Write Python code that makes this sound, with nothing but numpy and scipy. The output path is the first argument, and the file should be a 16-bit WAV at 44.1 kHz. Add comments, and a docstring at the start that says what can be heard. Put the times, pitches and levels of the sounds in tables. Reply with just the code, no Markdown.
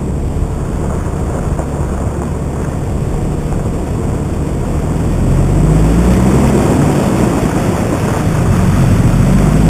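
"""A road train creeps up a gravel road from 17 m to 4 m and draws level with a microphone near the ground.
Its six-cylinder diesel idles, revs up, falls back for a gear change and pulls again: the firings drone
and growl in the exhaust and clatter in the block, while fan air and tyres hiss. Fittings rattle, the
chassis knocks, brakes and springs squeak faintly, and light wind buffets the microphone.
The recorder samples coarsely and holds each value, which mirrors the sound into a gritty treble."""
import sys
import numpy as np
from scipy import signal
from scipy.fft import rfft, irfft, next_fast_len
from scipy.io import wavfile
from scipy.ndimage import uniform_filter1d, minimum_filter1d, map_coordinates

SR = 44100
rng = np.random.default_rng(int(sys.argv[2]) if len(sys.argv) > 2 else 0)


def transcribe(signal):
    """Save signal, clipped to [-1, 1], as a 16-bit WAV file at the path in sys.argv[1]."""
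    frames = np.atleast_2d(signal).T
    limited = np.clip(frames, -1, 1)
    pcm = np.round(limited * 32767).astype(np.int16)
    wavfile.write(sys.argv[1], SR, pcm)


N = 427329

# Engine speed. Each row: time in seconds, firings per second.
FIRING_RATE = [(0.0, 36.8), (0.24, 35.4), (0.75, 35.3), (0.91, 36.5), (1.38, 36.5), (1.81, 35.7),
               (2.78, 35.9), (3.37, 37.4), (3.91, 36.4), (4.64, 37.1), (5.13, 40.3), (5.91, 55.5),
               (6.04, 59.9), (6.42, 67.4), (6.88, 72.9), (7.4, 54.4), (7.5, 52.8), (8.02, 38.6),
               (8.26, 39.1), (8.66, 47.0), (9.09, 42.2), (9.47, 50.0), (9.69, 53.8)]
# The driver's foot. Each row: time in seconds, throttle (0 idle, 1 full, negative coasting).
THROTTLE = [(4.55, -0.38), (5.3, 0.78), (6.0, 0.99), (6.83, 0.5), (7.0, -0.27), (7.6, 0.16), (8.0, -0.85),
            (8.42, 0.48), (9.69, 0.98)]
# The approach. Each row: time in seconds, distance from engine to microphone in metres.
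DISTANCE = [(0, 16.9), (4.3, 9.7), (5.6, 7.4), (6.1, 4.9), (6.8, 5.7), (7.9, 4.07), (9.69, 4.14)]
# Each entry: a cylinder's strength in dB, in firing order.
CYLINDER_DB = [1, -2.1, -0.12, -1.1, -1.9, -0.45]

# Loudness laws. Each lists: dB idling far off, dB per doubling of speed, dB added at full throttle,
# dB per halving of distance, dB added once the cab is alongside.
GROWL_LAW = (-22.5, 6.5, 0.5, 2, -3.5)
BOOM_LAW = (-24.5, -3, 0.5, 3, 3.5)
MUFFLER_LAW = (-40, 0, 7.5, 1.5, 14.5)
CLATTER_LAW = (-30.5, 6.5, -1, 3.5, -1)
RUSH_LAW = (-41, 4.5, 0.04, 6.5, -1)
RATTLE_LAW = (-52.5, 3.5, -0.5, 10, 0.5)
# Exhaust drone. Each row: such a law for one of the first five multiples of the firing rate.
DRONE_LAWS = [(-26.6, -5.5, 15, 0, -1), (-23, 5, 6, -2.8, -.5), (-29.7, -3, 11, 3, -2),
              (-27.3, -9, 2.5, .5, 7), (-34.5, 2, 2, 1, 1.5)]
# Resonances and hollows of the exhaust stacks. 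Each row: centre in Hz, half width in Hz, gain in dB.
STACK_RESONANCES = [(58, 14, 3), (72, 6, 2), (92, 7, 3.5), (105, 7, -6), (133, 7, 3), (154, 8.5, 6.5),
                    (184, 13, 4.5), (236, 16, -8)]

# Tone colours heard at the microphone. Each row: frequency in Hz, relative level in dB.
PIPE_COLOUR = [(30, -30), (60, -3.5), (95, -13.5), (140, -2), (190, 0), (250, -2.5), (340, -3.5),
               (430, -7.5), (600, -20.5), (1200, -35), (4000, -86)]
UNDERBODY_COLOUR = [(60, -15), (85, 1.5), (105, 4), (130, -1), (165, -8), (230, -16.5), (500, -48)]
MUFFLER_COLOUR = [(90, -34), (125, -6), (190, -1), (255, -2.5), (300, -11), (500, -41.5)]
BLOCK_COLOUR = [(150, -30), (320, 1.5), (400, -3), (540, 1.5), (680, -0.5), (820, -3), (1100, -6),
                (1400, -14.5), (1900, -25), (2800, -34), (4000, -39)]
RUSH_COLOUR = [(300, -31), (900, -7), (1500, 0.5), (2000, 0), (2550, 0), (3000, -5), (3400, -3.5),
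               (4000, -9)]
FITTINGS_COLOUR = [(600, -27), (900, -8.5), (1150, 0.5), (1350, 1), (1600, -4), (2100, -15), (3500, -29)]
WIND_COLOUR = [(8, -28), (16, -12), (28, -2), (50, -1), (90, -8), (160, -20), (400, -45)]

# The cab shudders. Each row: middle in seconds, half length in seconds, rattle level in dB.
SHUDDERS = [(1.452, 1, -39), (2.67, 0.09, -42.5), (3.546, 0.055, -43), (8.15, 0.066, -34)]
# Gusts on the microphone. Each row: middle in seconds, half length in seconds, level in dB.
GUSTS = [(0.336, 0.33, -26), (1.1, 0.47, -26.5), (1.925, 0.13, -27), (3.4, 0.75, -25.5), (4.648, 0.28, -27),
         (8.1, .25, -36)]
# Chassis and couplings knock. Each row: start in seconds, peak level in dB.
KNOCKS = [(0.845, -12.5), (1.593, -5.5), (1.83, -10), (1.979, -10), (2.219, -7), (2.235, -8), (2.701, -19),
          (3.142, -13), (3.526, -8), (3.595, -10), (4.099, -12.5), (4.921, -15), (5.923, -12), (8.084, -6),
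          (8.108, -9), (8.15, -15)]
# The chassis rings. Each row: frequency in Hz, bandwidth in Hz, relative level in dB.
CHASSIS_MODES = [(503, 120, 3), (780, 140, 10), (1010, 220, 10), (1390, 280, 2), (2200, 520, -28)]
# Brakes and springs. Each row: middle in seconds, half length in seconds, pitch in Hz, level in dB.
SQUEAKS = [(2.65, .38, 1812, -47), (8.54, .05, 2635, -40), (8.73, .12, 1262, -38), (9.11, .09, 1250, -37)]
# The recorder's filters. Each row: frequency in Hz, gain in dB.
INPUT_FILTER = [(3300, 0.5), (3600, -1.5), (3800, -5), (3950, -10), (4050, -30), (4200, -100)]
OUTPUT_FILTER = [(8000, -0.5), (12500, 2), (13800, 0), (14600, -5), (15400, -13)]

IDLE_HZ, FAR_M = 36, 16  # "idling far off" in the loudness laws
PASS_S, PASS_EASE_S = 8.3, 0.33  # the cab's flank hides the grille and bares the muffler
SHUDDER_CLATTER_DB, SHUDDER_RUSH_DB = 10, -6  # relative to a shudder's rattle level
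BREEZE_DB = -30
HOLD_HZ, TOP_HZ = 8000, 15400  # the recorder's sampling rate and treble cutoff


def amp(db):
    """Decibels to gain."""
    return 10 ** (np.asarray(db) / 20)


def unit(x):
    """x at rms 1."""
    return x / np.sqrt(np.mean(x ** 2) + 1e-20)


def colour(points, hz):
    """Gain of (Hz, dB) points joined on a log axis."""
    point_hz, db = np.transpose(points)
    return amp(np.interp(np.log(hz + 1), np.log(point_hz + 1), db))


def curve(rows):
    """(seconds, value) rows joined into one value per sample."""
    return np.interp(np.arange(N) / SR, *np.transpose(rows))


def wobble(rate):
    """A smooth random curve, rate knots a second."""
    knots = rng.standard_normal(int(N * rate / SR) + 4)
    return map_coordinates(knots, [np.arange(N) * rate / SR])


def swell(middle_s, half_s):
    """A flat-topped rise and fall round a moment."""
    return np.exp(-((np.arange(N) / SR - middle_s) / half_s) ** 4)


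def filtered(x, response):
    """x through a gain that depends on frequency."""
    size = next_fast_len(N + SR // 2)
    return irfft(rfft(x, size) * response(np.fft.rfftfreq(size, 1 / SR)), size)[:N]


def shaped(x, points):
    """x coloured by a spectrum, at rms 1."""
    return unit(filtered(x, lambda hz: colour(points, hz)))


def loudness(law, drive):
    """A part's gain follows speed, throttle, distance and which side of the cab faces the microphone."""
    idle_db, speed_db, throttle_db, near_db, alongside_db = law
    speed, throttle, metres, alongside = drive
    effort_db = speed_db * np.log2(speed / IDLE_HZ) + throttle_db * throttle
    place_db = near_db * np.log2(FAR_M / metres) + alongside_db * alongside
    return amp(idle_db + effort_db + place_db)


def drone(firings, drive):
    """The stacks hum on multiples of the firing rate, each swelling as it meets a pipe resonance."""
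    # unequal cylinders beat against the upper multiples and roughen them
    lope = .2 * np.sin(np.pi * firings + .5 * wobble(3)) + .12 * np.sin(2 * np.pi * firings / 3)
    speed, hum = drive[0], np.zeros(N)
    for k, law in enumerate(DRONE_LAWS, 1):
        pipe_db = sum(db * np.exp(-((k * speed - hz) / width) ** 2) for hz, width, db in STACK_RESONANCES)
        cycles = k * (firings + .004 * wobble(9)) + rng.random()
        level = loudness(law, drive) * amp(pipe_db + 0.55 * wobble(13)) * (1 + (k > 2) * lope)
        hum += level * np.sqrt(2) * np.sin(2 * np.pi * cycles)
    return hum


def puffs(cycles, decay, floor, scatter_db):
    """Noise bursts once a cycle over a steady floor; decay is in cycles, and the cylinders differ."""
    index = cycles.astype(int)
    scatter = scatter_db * rng.standard_normal(2 ** 11)[index]
    strength = amp(np.take(CYLINDER_DB, index, mode="wrap") + scatter)
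    return (floor + strength * np.exp(-(cycles % 1) / decay)) * rng.standard_normal(N)


def growl(firings, drive):
    """Turbulent gas puffs growl in the pipes, boom under the cab and throb in the muffler's shell."""
    pipes = shaped(puffs(firings, decay=1.0, floor=1.7, scatter_db=2.5), PIPE_COLOUR)
    boom = shaped(puffs(firings, decay=0.89, floor=0.26, scatter_db=3.5), UNDERBODY_COLOUR)
    shell = shaped(puffs(firings, decay=0.34, floor=0.4, scatter_db=1.5), MUFFLER_COLOUR)
    return (loudness(GROWL_LAW, drive) * pipes
            + loudness(BOOM_LAW, drive) * boom
            + loudness(MUFFLER_LAW, drive) * shell)


def panels(x, t60_s=.25, wet_db=-14):
    """Many closely spaced sheet-metal modes ring on faintly after x."""
    t = np.arange(SR // 4) / SR
    tail = rng.standard_normal(len(t)) * amp(-60 * t / t60_s)
    return x + amp(wet_db) * signal.fftconvolve(x, tail / np.linalg.norm(tail))[:N]


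def clatter(firings, drive, shudder):
    """Combustion and valve gear rattle the engine block; loose fittings shake it unevenly."""
    combustion = unit(puffs(firings, decay=0.13, floor=1.9, scatter_db=0))
    valves = unit(puffs(3 * firings + .3, decay=0.55, floor=0.67, scatter_db=4.5))
    shake = amp(0.57 * wobble(16) + 0.73 * wobble(45))
    level = np.hypot(loudness(CLATTER_LAW, drive), amp(SHUDDER_CLATTER_DB) * shudder)
    return level * shaped(panels(shake * (combustion + valves)), BLOCK_COLOUR)


def rush(firings, drive, shudder, stones_per_s=900):
    """Fan air and tyres on gravel hiss, with injector ticks and dense crunching stones."""
    air = unit(puffs(firings + 0.14, decay=0.14, floor=4.5, scatter_db=7))
    stones = (rng.random(N) < stones_per_s / SR) * rng.uniform(-1, 1, N)
    level = np.hypot(loudness(RUSH_LAW, drive), amp(SHUDDER_RUSH_DB) * shudder)
    return level * amp(0.7 * wobble(18)) * shaped(panels(air + 0.38 * unit(stones)), RUSH_COLOUR)


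def resonance(hz, centre_hz, width_hz):
    """Gain of a tone as it glides through a resonance."""
    return 1 / np.hypot(1, (hz - centre_hz) / width_hz)


def fan_and_gear(firings, speed):
    """Fan blades and a timing gear whine with the crankshaft, each loudest at its housing's resonance."""
    blades, teeth = 3.57, 38 / 3  # passes per firing
    shroud = resonance(blades * speed, centre_hz=264, width_hz=22)
    cover = resonance(teeth * speed, centre_hz=485, width_hz=75)
    fan = amp(-15 + 1.4 * wobble(5.4)) * np.sin(2 * np.pi * (blades * firings + 0.069 * wobble(6.7)))
    gear = amp(-31 + 1.6 * wobble(8)) * np.sin(2 * np.pi * (teeth * firings + 0.14 * wobble(22)))
    return shroud * fan + cover * gear


def rattle(drive, shudder):
    """Loose steel fittings chatter in quick, uneven bursts, harder while the cab shudders."""
    bursts = amp(3.5 * wobble(110) + 0.48 * wobble(21))
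    chatter = shaped(bursts * rng.standard_normal(N), FITTINGS_COLOUR)
    return (loudness(RATTLE_LAW, drive) + shudder) * chatter


def wind():
    """A light breeze and a few gusts buffet the microphone."""
    strength = amp(BREEZE_DB) + sum(amp(db) * swell(s, half) for s, half, db in GUSTS)
    flutter = amp(1.5 * wobble(7))
    return strength * flutter * shaped(rng.standard_normal(N), WIND_COLOUR)


def knocks(buzz_t60_s=0.016):
    """Short, cushioned blows ring the heavily damped chassis and leave a brief buzz."""
    blows, t = np.zeros(N + SR), np.arange(SR // 20) / SR
    ring = sum(amp(db) * np.exp(-np.pi * width * t) * np.sin(2 * np.pi * hz * t)
               for hz, width, db in CHASSIS_MODES)
    contact = np.hanning(18)  # a 0.4 ms push
    ring = np.convolve(ring, contact)[:len(t)]
    for start_s, db in KNOCKS:
        buzz = 0.028 * rng.standard_normal(len(t)) * amp(-60 * t / buzz_t60_s)
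        hit = ring + signal.fftconvolve(ring, buzz)[:len(t)]
        blows[round(start_s * SR):][:len(t)] += amp(db) * hit / np.abs(hit).max()
    return blows[:N]


def squeaks():
    """Brakes and springs give thin, slightly unsteady squeals that swell and fade."""
    t = np.arange(N) / SR
    waver = 0.18 * wobble(35)
    return sum(amp(db) * swell(s, half) * np.sin(2 * np.pi * (hz * t + waver))
               for s, half, hz, db in SQUEAKS)


def scene():
    """From the roadside: every part of the engine follows one crankshaft, throttle and approach."""
    speed = curve(FIRING_RATE)
    alongside = .5 + .5 * np.tanh((np.arange(N) / SR - PASS_S) / PASS_EASE_S)
    drive = (speed, curve(THROTTLE), curve(DISTANCE), alongside)
    firings = np.cumsum(speed) / SR
    shudder = sum(amp(db) * swell(s, half) for s, half, db in SHUDDERS)
    exhaust = drone(firings, drive) + growl(firings, drive)
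    machinery = clatter(firings, drive, shudder) + rush(firings, drive, shudder)
    whine = fan_and_gear(firings, speed)
    return (exhaust + machinery + whine + rattle(drive, shudder) + knocks() + squeaks() + wind())[None]


def limiter(x, ceiling=.96, window_samples=180):
    """The gain dips smoothly for a few milliseconds round each peak near full scale."""
    needed = np.minimum(1, ceiling / (np.abs(x) + 1e-9))
    return x * uniform_filter1d(minimum_filter1d(needed, window_samples), window_samples)


def record(dry):
    """One microphone, a narrow input, a limiter; held samples mirror the sound about their rate."""
    narrow = limiter(filtered(dry[0], lambda hz: colour(INPUT_FILTER, hz)))
    clock = 2 * np.pi * HOLD_HZ * np.arange(N) / SR
    mirrored = narrow * (1 + 2 * np.cos(clock) + 2 * np.cos(2 * clock))
    # holding each value makes the treble droop as a sinc
    held = filtered(mirrored, lambda hz: np.sinc(hz / HOLD_HZ) * colour(OUTPUT_FILTER, hz) * (hz < TOP_HZ))
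    return held[None]


dry = scene()
out = record(dry)
transcribe(out)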